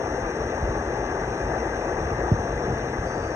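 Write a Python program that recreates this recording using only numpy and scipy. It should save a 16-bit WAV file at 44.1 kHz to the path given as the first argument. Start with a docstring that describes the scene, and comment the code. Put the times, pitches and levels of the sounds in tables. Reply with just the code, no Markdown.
"""A handheld butane torch burns indoors, close to a pair of microphone ports, its flame on a glass cup.
The flame roars in the barrel's resonances and gas hisses at the nozzle.
Eddies of hot air rumble and thump at the microphone.
Late on, the heated glass ticks twice and a thin hiss joins in."""
import sys
import numpy as np
from scipy import signal
from scipy.fft import rfft, irfft, next_fast_len
from scipy.io import wavfile
from scipy.ndimage import uniform_filter1d, map_coordinates

SR = 44100
rng = np.random.default_rng(int(sys.argv[2]) if len(sys.argv) > 2 else 0)


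def to_wav(s):
    """Save 16-bit WAV."""
    ch = np.atleast_2d(s).T  # columns
    pcm = np.round(np.clip(ch, -1, 1) * 32767)  # PCM
    wavfile.write(sys.argv[1], SR, pcm.astype(np.int16))


N = 147735

# Colour of the barrel's roar, its upper edge and the nozzle hiss, close up at the two ports:
# (frequency [Hz], relative mid level [dB], side minus mid [dB], side lead [rad], side-mid likeness [0-1])
ROAR_COLOUR = [(280, -7, -18, -0.6, 0.49), (320, -1, -17, -0.2, 0.9), (420, -2, -14, -0.1, 0.96),
               (500, -1, -10, -0.1, 0.98), (550, -3, -9, -0.1, 0.97), (600, -6, -9, -0.1, 0.94),
               (690, -4, -6, -0.1, 0.99), (750, -6, -4, -0.1, 0.98), (840, -5, -4, -0.5, 0.99),
               (950, -10, -3, -0.2, 0.99), (1050, -17, 1, -0.7, 0.92), (1120, -12, -1, -0.7, 0.99),
               (1220, -13, 1, -1.0, 0.98), (1330, -15, 0, -1.4, 0.98), (1420, -19, -8, -1.3, 0.76),
               (1500, -15, -5, -0.6, 0.97), (1600, -10.5, -6, -0.8, 0.98), (1680, -11, -6, -0.5, 0.98),
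               (1730, -14.5, -6, -0.3, 0.97), (1850, -15, -4, 0.1, 0.97), (1940, -20, -1, 0.4, 0.96),
               (2000, -15.5, -2, 0.5, 0.93), (2060, -21, 4, 1.0, 0.91), (2120, -30, 12, 1.5, 0.68),
               (2220, -36, 15, 3.5, 0.54)]
UPPER_ROAR_COLOUR = [(2220, -8, 15, -2.7, 0.54), (2350, -4, 8, -2.4, 0.88), (2440, 1, 3, -2.3, 0.88),
                     (2500, -3, 4, -2.1, 0.87), (2600, -4, 2, -1.7, 0.85), (2780, -5, 4, -1.6, 0.87),
                     (3050, -15, 6, -1.2, 0.22), (3300, -15, 8, 0.2, 0.61), (3700, -15, 9, 0.4, 0.58),
                     (4100, -18, 11, 0.1, 0.51), (4350, -37, 26, -1.4, 0.03)]
NOZZLE_COLOUR = [(4350, -47, 32, -1.4, .03), (4600, -44, 27, .9, .01), (4900, -45, 25, -.8, .07),
                 (5200, -21, 8, .4, .6), (5380, -15, 4, .9, .72), (5600, -3, -2, 1.6, .86),
                 (5760, -1, -4, 1.7, .91), (6150, -2, -7, 1.6, .9), (6350, -8, -6, 1.6, .81),
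                 (6600, -14, -5, 1.6, .65), (7500, -20, -2, 1.6, .53), (8300, -24, 1, 1.5, .59),
                 (8500, -21, 2, 1.5, .75), (8700, -25, 1, 1.6, .62), (9250, -22, 3, 1.5, .8),
                 (9550, -28, 3, 1.7, .5), (9800, -45, 16, 1.7, .1), (10100, -66, 36, 1.7, .05),
                 (11200, -68, 41, 1.7, .05), (12300, -74, 42, 1.7, .04)]
# Strength of the flame: (time [s], roar level [dB], upper roar level [dB], nozzle hiss level [dB])
FLAME_LEVELS = [(0, -29, -56, -50), (.5, -28.5, -56, -50.5), (1.16, -29, -57, -50.5), (1.22, -27, -56, -50),
                (1.28, -29.5, -56, -51), (1.52, -28, -56.5, -50), (1.8, -28.5, -56.5, -50),
                (2.26, -28, -56.5, -50.5), (2.4, -29.5, -56.5, -51), (2.57, -29, -56.5, -50.5),
                (2.9, -29, -56, -50.5), (3.1, -29.5, -57.5, -50.5), (3.35, -30.5, -58, -50.5)]


def torch_flame():
    """Close to the microphone, the flame roars in the barrel and gas hisses at the nozzle; both flicker."""
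    roar_db, upper_db, hiss_db = curves(FLAME_LEVELS)
    roar = amp(roar_db + 0.39 * wobble(25.04) + 0.36 * wobble(70)) * rush(ROAR_COLOUR, patchy_db=0.92)
    upper = amp(upper_db + 0.55 * wobble(22)) * rush(UPPER_ROAR_COLOUR, patchy_db=1.5)
    hiss = amp(hiss_db + 0.2 * wobble(30) + 0.36 * wobble(60)) * rush(NOZZLE_COLOUR, patchy_db=1.1)
    return roar + upper + hiss


# Colour of the hot air at the two ports:
# (frequency [Hz], relative mid level [dB], side minus mid [dB], side lead [rad], side-mid likeness [0-1])
RUMBLE_COLOUR = [(25, -26, -26, -1.8, .3), (33, -15, -30, -1.8, .3), (45, 0, -33, -1.8, .4),
                 (65, -1, -31, -1.9, .5), (95, -9, -28, -1.8, .5), (120, -4, -26, -1.6, .6),
                 (190, -12, -21, -1.2, .6), (240, -7, -20, -.4, .8), (280, -11, -18, -.3, .8)]
# Strength of the turbulence: (time [s], level [dB])
RUMBLE_LEVELS = [(0.0, -35), (.15, -33), (0.45, -33.5), (1.0, -35), (1.51, -32.5), (1.75, -35.5),
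                 (2.0, -33), (2.45, -32), (2.57, -32), (2.71, -30.5), (2.87, -35.5), (3.04, -32),
                 (3.35, -35.5)]


def hot_air_rumble():
    """Turbulence in the hot air lays a lumpy, low rumble under the flame."""
    level_db, = curves(RUMBLE_LEVELS)
    return amp(level_db + 0.74 * wobble(9.6)) * rush(RUMBLE_COLOUR, patchy_db=0.54)


# Eddies at the microphone: (time [s], peak level [dB], final pitch [Hz], time to peak [cycles])
EDDIES = [(0.621, -20.5, 44, 0.7), (0.683, -25.5, 43, .8), (0.855, -29, 44, 0.97), (1.951, -30, 44, 0.75),
          (2.008, -27, 44.2, .8), (2.044, -24, 57.4, 1), (2.109, -23, 56.6, 1), (2.203, -29.5, 47, 1),
          (2.3133, -8.5, 84.4, 0.86), (2.334, -18.5, 95, 1), (2.389, -21.5, 64, 0.86),
          (2.676, -21.5, 120, 0.99), (2.697, -22, 74, 0.83), (2.719, -24, 81, 1), (2.974, -24, 37, 0.63)]


def eddy_thumps(glide=6, glide_cycles=.32, sharpness=1.2, start_rad=.2, left_lag_s=0.00024):
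    """Each eddy is a short swell of falling pitch that reaches the left port just after the right."""
    out, t = np.zeros(N + SR), np.arange(SR // 5) / SR
    for s, db, final_hz, peak_cycles in EDDIES:
        cycles = t * final_hz
        # the pitch starts at (1 + glide) times its final value
        turns = cycles + glide * glide_cycles * (1 - np.exp(-cycles / glide_cycles))
        age = cycles / peak_cycles
        swell = (age * np.exp((1 - age ** 2) / 2)) ** sharpness
        out[round(s * SR):][:len(t)] += amp(db) * swell * np.sin(2 * np.pi * turns + start_rad)
    return filtered(out[:N], lambda hz: np.exp(1j * np.pi * hz * left_lag_s * np.array([[-1], [1]])))


# Modes of the glass cup: (frequency [Hz], relative level [dB], time to fall 60 dB [s])
CUP_MODES = [(4450, 0, .012), (7600, -3, .006), (11300, -10, .006)]
# Ticks of the cup under the flame, before filtering: (time [s], crack level [dB], ring level [dB])
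CUP_TICKS = [(2.7834, -38, -37), (2.9661, -39, -45)]


def glass_ticks(rise_s=.0005, crack_t60_s=.005, low_hz=5000, top_hz=13600, side_lead_rad=1.2, mid_db=-6):
    """The heated glass gives tiny bright cracks and rings briefly; the ports hear it well out of step."""
    out, t = np.zeros((2, N + SR)), np.arange(SR // 30) / SR
    ring = sum(amp(db - 60 * t / t60) * np.sin(2 * np.pi * hz * t) for hz, db, t60 in CUP_MODES)
    onset = 1 - np.exp(-t / rise_s)
    for s, crack_db, ring_db in CUP_TICKS:
        crack = amp(crack_db - 60 * t / crack_t60_s) * rng.standard_normal((2, len(t)))
        out[:, round(s * SR):][:, :len(t)] += (crack + amp(ring_db) * ring) * onset

    def response(hz):
        treble = 1j * hz / (low_hz + 1j * hz) / (1 + (hz / top_hz) ** 8)
        return treble * np.exp(1j * side_lead_rad * np.array([[0], [1]]))
    mid, side = filtered(out[:, :N], response)
    return ports(amp(mid_db) * mid, side)


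def thin_hiss(centre_hz=4730, width_hz=240, level_db=-60, start_s=3.04, rise_s=0.036):
    """A faint, narrow, unsteady hiss sets in behind the flame near the end."""
    band = filtered(rng.standard_normal((2, N)), lambda hz: np.exp(-((hz - centre_hz) / width_hz) ** 2))
    rise = np.clip((np.arange(N) / SR - start_s) / rise_s, 0, 1)
    return rise * amp(level_db + 2.2 * wobble(24.94)) * unit(band)


def rush(colour, patchy_db):
    """Rushing noise of one colour at the two ports, patchy in time and frequency, its mid at rms 1."""
    spectrum = signal.stft(rng.standard_normal((2, N)), nperseg=512)[2]
    patches = uniform_filter1d(rng.standard_normal(spectrum.shape[1:]), size=5, axis=0)
    patches = uniform_filter1d(patches, size=6, axis=1)
    shared, own = signal.istft(spectrum * amp(patchy_db * unit(patches)), nperseg=512)[1][:, :N]
    knot_hz, *columns = np.transpose(colour)

    def response(hz):
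        mid_db, side_db, lead, alike = [np.interp(np.log1p(hz), np.log1p(knot_hz), c) for c in columns]
        alike = np.clip(alike, 0, 1)
        mid = amp(mid_db) * (hz >= knot_hz[0]) * (hz < knot_hz[-1])
        side = mid * amp(side_db)
        return np.array([mid, side * alike * np.exp(1j * lead), side * np.sqrt(1 - alike ** 2)])
    mid, linked_side, loose_side = filtered(np.array([shared, shared, own]), response)
    return ports(mid, linked_side + loose_side) / np.sqrt(np.mean(mid ** 2))


def amp(db):
    return 10 ** (np.asarray(db) / 20)


def unit(x):
    return x / np.sqrt(np.mean(x ** 2) + 1e-20)


def curves(rows):
    """One value per sample for each column after the time."""
    times, *columns = np.transpose(rows)
    return [np.interp(np.arange(N) / SR, times, c) for c in columns]


def wobble(rate):
    """A smooth random curve, rate knots a second."""
    return map_coordinates(rng.standard_normal(int(N * rate / SR) + 4), [np.arange(N) * rate / SR])


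def filtered(x, response):
    """x through a complex response of frequency."""
    size = next_fast_len(N + SR // 2)
    return irfft(rfft(x, size) * response(np.fft.rfftfreq(size, 1 / SR)), size)[..., :N]


def ports(mid, side):
    """Left and right microphone ports from mid and side."""
    return np.array([mid + side, mid - side])


def scene():
    """The torch up close, with the hot air, the cup and the thin hiss behind it."""
    return torch_flame() + hot_air_rumble() + eddy_thumps() + glass_ticks() + thin_hiss()


def record(dry):
    """The recorder cuts off steeply above its band limit."""
    limit_hz = 14400
    return filtered(dry, lambda hz: 1 / (1 + (hz / limit_hz) ** 60))


dry = scene()
out = record(dry)
to_wav(out)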